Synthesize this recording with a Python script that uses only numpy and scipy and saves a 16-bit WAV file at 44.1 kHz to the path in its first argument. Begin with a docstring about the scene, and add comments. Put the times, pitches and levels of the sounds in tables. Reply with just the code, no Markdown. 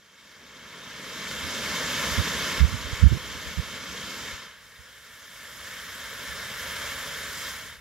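"""Small rocket motor on a forest track

A small rocket motor burns, held upright on a forest track, a few metres from a two-port microphone.
Its jet, coloured noise combed by short delayed copies, swells to a rushing hiss; the flame goes out and
a softer jet of smoke swells and dies away. Wind is low noise at each port; gusts of wavering eddy tones
thump mostly the right port, and the recorder's gain control turns the hiss down after them."""
import sys
import numpy as np
from scipy import signal
from scipy.fft import rfft, irfft, next_fast_len
from scipy.io import wavfile
from scipy.ndimage import uniform_filter1d

SR = 44100
rng = np.random.default_rng(int(sys.argv[2]) if len(sys.argv) > 2 else 0)


def dump_mix(stems):
    """Bounce the given channels to the path in sys.argv[1] as a 16-bit WAV at rate SR."""
    frames = np.atleast_2d(stems).T  # one column per channel
    limited = np.clip(frames, -1, 1)  # hard clip at full scale
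    pcm = np.round(limited * 32767).astype(np.int16)
    wavfile.write(sys.argv[1], SR, pcm)


N = 344229


def gain_of(db):
    """Decibels to amplitude."""
    return 10 ** (np.asarray(db) / 20)


def evened(x):
    """Scales to rms 1."""
    return x / np.sqrt(np.mean(x ** 2) + 1e-20)


def read(points, hz):
    """Reads a spectrum table on a log-frequency axis."""
    f, value = np.transpose(points)
    return np.interp(np.log(hz + 1), np.log(f + 1), value)


def follow(rows, t):
    """Reads every column of a curve table at the times t."""
    s, *columns = np.transpose(rows)
    return [np.interp(t, s, c) for c in columns]


def add(mix, s, sound):
    """Adds a sound into the mix at time s."""
    part = mix[round(s * SR):][:len(sound)]
    part += sound[:len(part)]


def noise(colour):
    """Noise of rms 1: white noise shaped by the amplitude function colour(Hz)."""
    size = next_fast_len(N)
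    hz = np.fft.rfftfreq(size, 1 / SR)
    spectrum = rfft(rng.standard_normal(size)) * colour(hz)
    return evened(irfft(spectrum, size)[:N])


def wander(rate_hz):
    """Smooth chance of rms 1, with few changes faster than the given rate."""
    return noise(lambda hz: 1 / (1 + (hz / rate_hz) ** 4))


def patches(shape, size):
    """Random level patches of rms 1, size = (bins, frames)."""
    along_bins = uniform_filter1d(rng.standard_normal(shape), size=size[0], axis=0)
    return evened(uniform_filter1d(along_bins, size=size[1], axis=1))


# Spectrum of the wind's turbulence at a port, relative before the noise is evened.
# Each row: frequency in Hz, density in dB per Hz.
RUMBLE_COLOUR = [(15, -33), (38, -10), (60, 15), (100, 4), (170, -3), (260, -15), (400, -35), (900, -55),
                 (3000, -73)]


def rumble():
    """Low turbulent pressure at one port, rms 1."""
    return noise(lambda hz: gain_of(read(RUMBLE_COLOUR, hz)))


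# Breeze across the two microphone ports, ahead of the recorder.
# Each row: time in seconds, left rms level in dB, right rms level in dB.
BREEZE_LEVELS = [(0, -89, -96), (1.0, -59, -80), (1.45, -53, -48), (2.4, -57, -43.5), (2.8, -44, -33),
                 (3.7, -54, -36.5), (4.25, -48, -51), (4.55, -56, -62), (5.2, -65, -66), (6.3, -67, -56),
                 (7.8, -50, -56)]
# Single gusts striking one port, ahead of the recorder.
# Each row: start in seconds, length in seconds, level in dB before the swell, mid eddy rate in Hz,
# port (0 left, 1 right).
GUST_EVENTS = [(1.425, 0.063, -38, 75, 1), (2.112, .032, -28, 73, 1), (2.17, 0.05, -15, 80.7, 1),
               (2.597, 0.07, -2, 64.6, 1), (2.659, 0.048, -20, 80, 1), (2.709, 0.06, -16, 89, 1),
               (2.846, 0.039, -22, 64.4, 1), (2.925, 0.022, -17, 85, 1), (2.983, 0.06, -22, 71.6, 1),
               (3.019, 0.071, 6, 64.04, 1), (3.097, 0.054, -6.5, 85.4, 1), (3.134, 0.052, -17, 143.4, 1),
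               (3.342, .038, -32, 71, 1), (3.454, 0.047, -23.5, 56.6, 0), (3.569, 0.043, -9.5, 72.7, 1),
               (4.206, .041, -36, 69, 1), (4.32, 0.044, -31, 70, 0), (4.785, 0.039, -37, 70, 1),
               (6.27, 0.1, -35, 64.8, 1)]


def wind(uneven=0.2, uneven_hz=90, ragged=0.41, small_rate=2.4, small_db=-12):
    """A breeze rumbles at each port; a gust sheds a few big eddies, and smaller, faster ones, across one port."""
    t = np.arange(N) / SR
    ports = np.array([gain_of(db) * rumble() for db in follow(BREEZE_LEVELS, t)])
    pace = np.exp(uneven * wander(uneven_hz))  # multiplies the eddy rate
    churn = rumble()
    for s, length, db, eddy_hz, port in GUST_EVENTS:
        span = slice(round(s * SR), round((s + length) * SR))
        angle = 2 * np.pi * np.cumsum(eddy_hz * pace[span]) / SR
        eddies = np.sin(angle) + gain_of(small_db) * np.sin(small_rate * angle)
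        push = evened(evened(eddies) + ragged * evened(churn[span]))
        swell = signal.windows.tukey(len(push), .7)
        add(ports[int(port > .5)], s, gain_of(db) * push * swell)
    return ports


# Narrow ridges and hollows of the path from the track to the microphone.
# Each row: centre in Hz, half width in Hz (to 1/e of the dB), height in dB.
PATH_RIDGES = [(132, 14, -2), (243, 47, 1), (344, 42, -4.5), (450, 37, 1), (685, 35, 1.5), (740, 22, -10),
               (1090, 38, 1), (1256, 88, -1.5), (2220, 68, 2), (2390, 39, -5.5), (2657, 73, -4.5),
               (3193, 60, 4), (3677, 52, 5.5), (3764, 44, -5.5), (4270, 54, -4.5), (4700, 83, -3),
               (5350, 92, 2), (6060, 75, -1.5), (8700, 500, -0.5), (11900, 200, -3.5), (12700, 300, 0)]


def path(hz):
    """Gain of the path: narrow ridges and hollows, added in dB."""
    return gain_of(sum(db * np.exp(-((hz - centre) / width) ** 2) for centre, width, db in PATH_RIDGES))


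def scatter(hz, scatter_db=1.25, scatter_hz=2500):
    """Stones and leaves scatter the short waves: fine, fixed, irregular ripples in the treble of each port."""
    ripples = patches((len(hz), 2), size=(3, 1)).T
    treble_share = hz / (hz + scatter_hz)
    return gain_of(scatter_db * ripples * treble_share)[:, :, None]


# Short delayed copies, added or subtracted, that comb the hiss into fixed ridges and hollows.
# Each row: delay in seconds, strength with flame, strength with smoke (ratios to the undelayed jet).
COMB_COPIES = [(.000281, -.08, -.05), (.000574, .05, .13), (.001865, .10, .08), (.00207, -.08, -.05),
               (.002243, .13, .07), (.002545, -.11, -.08)]


def delayed_copies(f, smoky):
    """Sum of the delayed copies as a spectrum; each delay turns the phase, and strengths shift with the smoke."""
    return sum(np.exp(-2j * np.pi * f * delay) * (flame + (smoke - flame) * smoky)
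               for delay, flame, smoke in COMB_COPIES)


# Likeness of the jet at the two ports. Each row: frequency in Hz, likeness (0 to 1).
PORT_LIKENESS = [(60, 0.98), (200, 0.99), (550, .99), (770, 0.93), (1100, 1), (1800, 0.99), (2500, 0.82),
                 (3300, 0.89), (5200, 0.64), (7000, 0.6), (8200, 0.32), (10300, 0.8), (15000, 0.51)]
# Phase between the ports. Each row: frequency in Hz, lead of the left port in radians.
LEFT_LEAD = [(100, 0.04), (2200, -0.25), (3600, -0.8), (4300, -0.075), (6200, -0.92), (7600, -1.04),
             (8900, 1), (10500, -.1), (12000, 0.84), (15500, 0)]
# Level between the ports. Each row: frequency in Hz, left minus right in dB.
PORT_BALANCE = [(100, 0), (1500, 0), (3000, 1), (5000, -.2), (6300, -1.5), (7800, -9.9), (9000, -7.2),
                (10500, -2.2), (11500, -7.8), (13000, 0), (15500, .5)]


def two_ports(a, b, f):
    """Sound scattered by the trees makes the ports partly unlike; they also differ in phase and level."""
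    same = np.clip(read(PORT_LIKENESS, f), 0, 1)
    right = same * a + np.sqrt(1 - same ** 2) * b
    right = right * np.exp(-1j * read(LEFT_LEAD, f))
    side = gain_of(read(PORT_BALANCE, f) / 2)  # half the difference on each port
    return a * side, right / side


def turbulence(flutter_db=0.3, flutter_hz=55, spits_per_s=200, spit_db=3.5, spit_size=1.3,
               surge_db=0.27, surge_hz=6):
    """Two streams of eddies that surge and flutter together, with tiny spits of burning grains."""
    flutter = gain_of(flutter_db * wander(flutter_hz) + surge_db * wander(surge_hz))
    struck = rng.random(N) < spits_per_s / SR
    spits = struck * gain_of(spit_db * np.minimum(rng.exponential(1, N), 5))
    signs = rng.choice([-1, 1], (2, N))
    return flutter * (rng.standard_normal((2, N)) + spit_size * spits * signs)


# The flame's pressure builds ever more slowly to full thrust, holds, and collapses at burnout.
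# Levels are nominal, in the 1-4 kHz body, ahead of the recorder.
LIGHT_DB, FULL_DB, BUILD_S, BUILD_CURVE = -59.5, -30.5, 2.116, 1.53
BURNOUT_S, BURNOUT_DB_PER_S = 4.297, 39
ROAR_LOSS_DB, ROAR_LOSS_S = 5, 0.036  # the low roar goes first at burnout
FLAME_OUT_S, FLAME_FADE_S = 4.52, 0.11  # middle and length of the change from flame to smoke
# Pressure of the smoke jet that follows. Each row: time in seconds, 1-4 kHz level in dB.
SMOKE_LEVELS = [(4.6, -44), (5.2, -43), (5.68, -36), (6.3, -33), (6.87, -30.5), (7.33, -34), (7.48, -33),
                (7.72, -40.5), (7.8, -48.5)]


def burn(t):
    """The course of the burn: level dB, extra low roar dB, and the share of smoke in the jet."""
    smoky = np.clip((t - FLAME_OUT_S) / FLAME_FADE_S + .5, 0, 1)
    unbuilt = np.clip(1 - t / BUILD_S, 0, 1) ** BUILD_CURVE
    spent_s = np.maximum(t - BURNOUT_S, 0)
    flame_db = FULL_DB + (LIGHT_DB - FULL_DB) * unbuilt - BURNOUT_DB_PER_S * spent_s
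    smoke_db, = follow(SMOKE_LEVELS, t)
    roar_db = -ROAR_LOSS_DB * np.minimum(spent_s / ROAR_LOSS_S, 1) * (1 - smoky)
    return flame_db + (smoke_db - flame_db) * smoky, roar_db, smoky


# Colour of the burning jet. Each row: frequency in Hz, relative density in dB per Hz.
FLAME_COLOUR = [(65, -8.5), (200, 1), (340, -3.5), (550, -3.5), (770, -11), (1100, -2.5), (1750, -1.5),
                (2450, -4.5), (3300, -2.5), (4200, -7.5), (7000, -9.5), (8700, -22.5), (12000, -17.5),
                (15500, -30.5)]
# Colour of the smoke jet. Each row: frequency in Hz, relative density in dB per Hz.
SMOKE_COLOUR = [(65, -2.5), (200, -7), (340, -11), (550, -4.5), (770, -12), (1100, -4), (1750, 0.5),
                (2450, -5.5), (3300, -4.5), (4200, -9), (7000, -12), (8700, -20), (12000, -16),
                (15500, -25)]
# Treble of the jet against its body. Each row: time in seconds, level change in dB.
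TREBLE_LEVELS = [(.2, 0), (.55, -3.5), (.97, -3.5), (1.1, -0.8), (2.15, 0.5), (3.0, -2), (3.2, 0),
                 (3.85, -1), (4.2, 1), (4.5, -2.5), (4.8, 1), (5.4, 2.5), (6.15, 0), (7.1, .5), (7.45, 3.5),
                 (7.8, -0.5)]


def jet(jet_db=0., patchy_db=0.63, sizzle_db=1.22, roar_hz=750, bright_hz=4200, left_comb=1.0, right_comb=0.96):
    """Nozzle turbulence, coloured by flame or smoke and combed by short delays, reaches two ports."""
    hz, t, (a, b) = signal.stft(turbulence(), SR, nperseg=1024, noverlap=768)
    level_db, roar_db, smoky = burn(t)
    bright_db, = follow(TREBLE_LEVELS, t)
    f = hz[:, None]
    colour_db = read(FLAME_COLOUR, f) * (1 - smoky) + read(SMOKE_COLOUR, f) * smoky
    colour = path(f) * gain_of(colour_db)
    body = (hz > 1000) & (hz < 4000)  # the band that sets the level
    colour = colour / np.sqrt((colour[body] ** 2).sum(0) / len(hz))
    low = 1 / (1 + (f / roar_hz) ** 4)
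    high = 1 - 1 / (1 + (f / bright_hz) ** 4)
    # large eddies light up patches of the spectrum
    swirl_db = patchy_db * patches(a.shape, size=(16, 12))
    # quicker random level patches make the treble sizzle
    treble_db = bright_db + sizzle_db * patches(a.shape, size=(70, 3))
    field = colour * gain_of(jet_db + level_db + low * roar_db + high * treble_db + swirl_db)
    left, right = two_ports(a, b, f)
    comb = delayed_copies(f, smoky)
    ports = np.array([left * (1 + left_comb * comb), right * (1 + right_comb * comb)])
    return signal.istft(ports * scatter(hz) * field, SR, nperseg=1024, noverlap=768)[1][:, :N]


def scene():
    """The jet and the wind on the microphone."""
    return jet() + wind()


def gain_control(x, threshold_db=-18, squeeze=0.43, window_s=0.013, recovery_db_per_s=1.2266):
    """Follows the louder port: the gain falls fast on a thump and recovers slowly, alike on both ports."""
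    power = uniform_filter1d(x ** 2, round(window_s * SR), axis=1).max(0)
    excess_db = np.maximum(10 * np.log10(abs(power) + 1e-12) - threshold_db, 0)
    cut_db = squeeze * excess_db
    recovered_db = np.arange(N) / SR * recovery_db_per_s
    # each cut holds, less its recovery, until a deeper one takes over
    held_db = np.maximum.accumulate(cut_db + recovered_db) - recovered_db
    return x / gain_of(held_db)


EDGE_HZ = 15780  # upper band limit of the recorder


def record(dry):
    """Bass cut, gain control, soft overload, then the band limit."""
    bass_cut = signal.butter(5, 44, "highpass", fs=SR, output="sos")
    x = gain_control(signal.sosfiltfilt(bass_cut, dry))
    x = x / (1 + (x / .96) ** 6) ** (1 / 6)  # peaks bend towards .96
    band_limit = signal.firwin(1023, EDGE_HZ, window=("kaiser", 9), fs=SR)
    return signal.oaconvolve(x, band_limit[None], "same")


dry = scene()
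out = record(dry)
dump_mix(out)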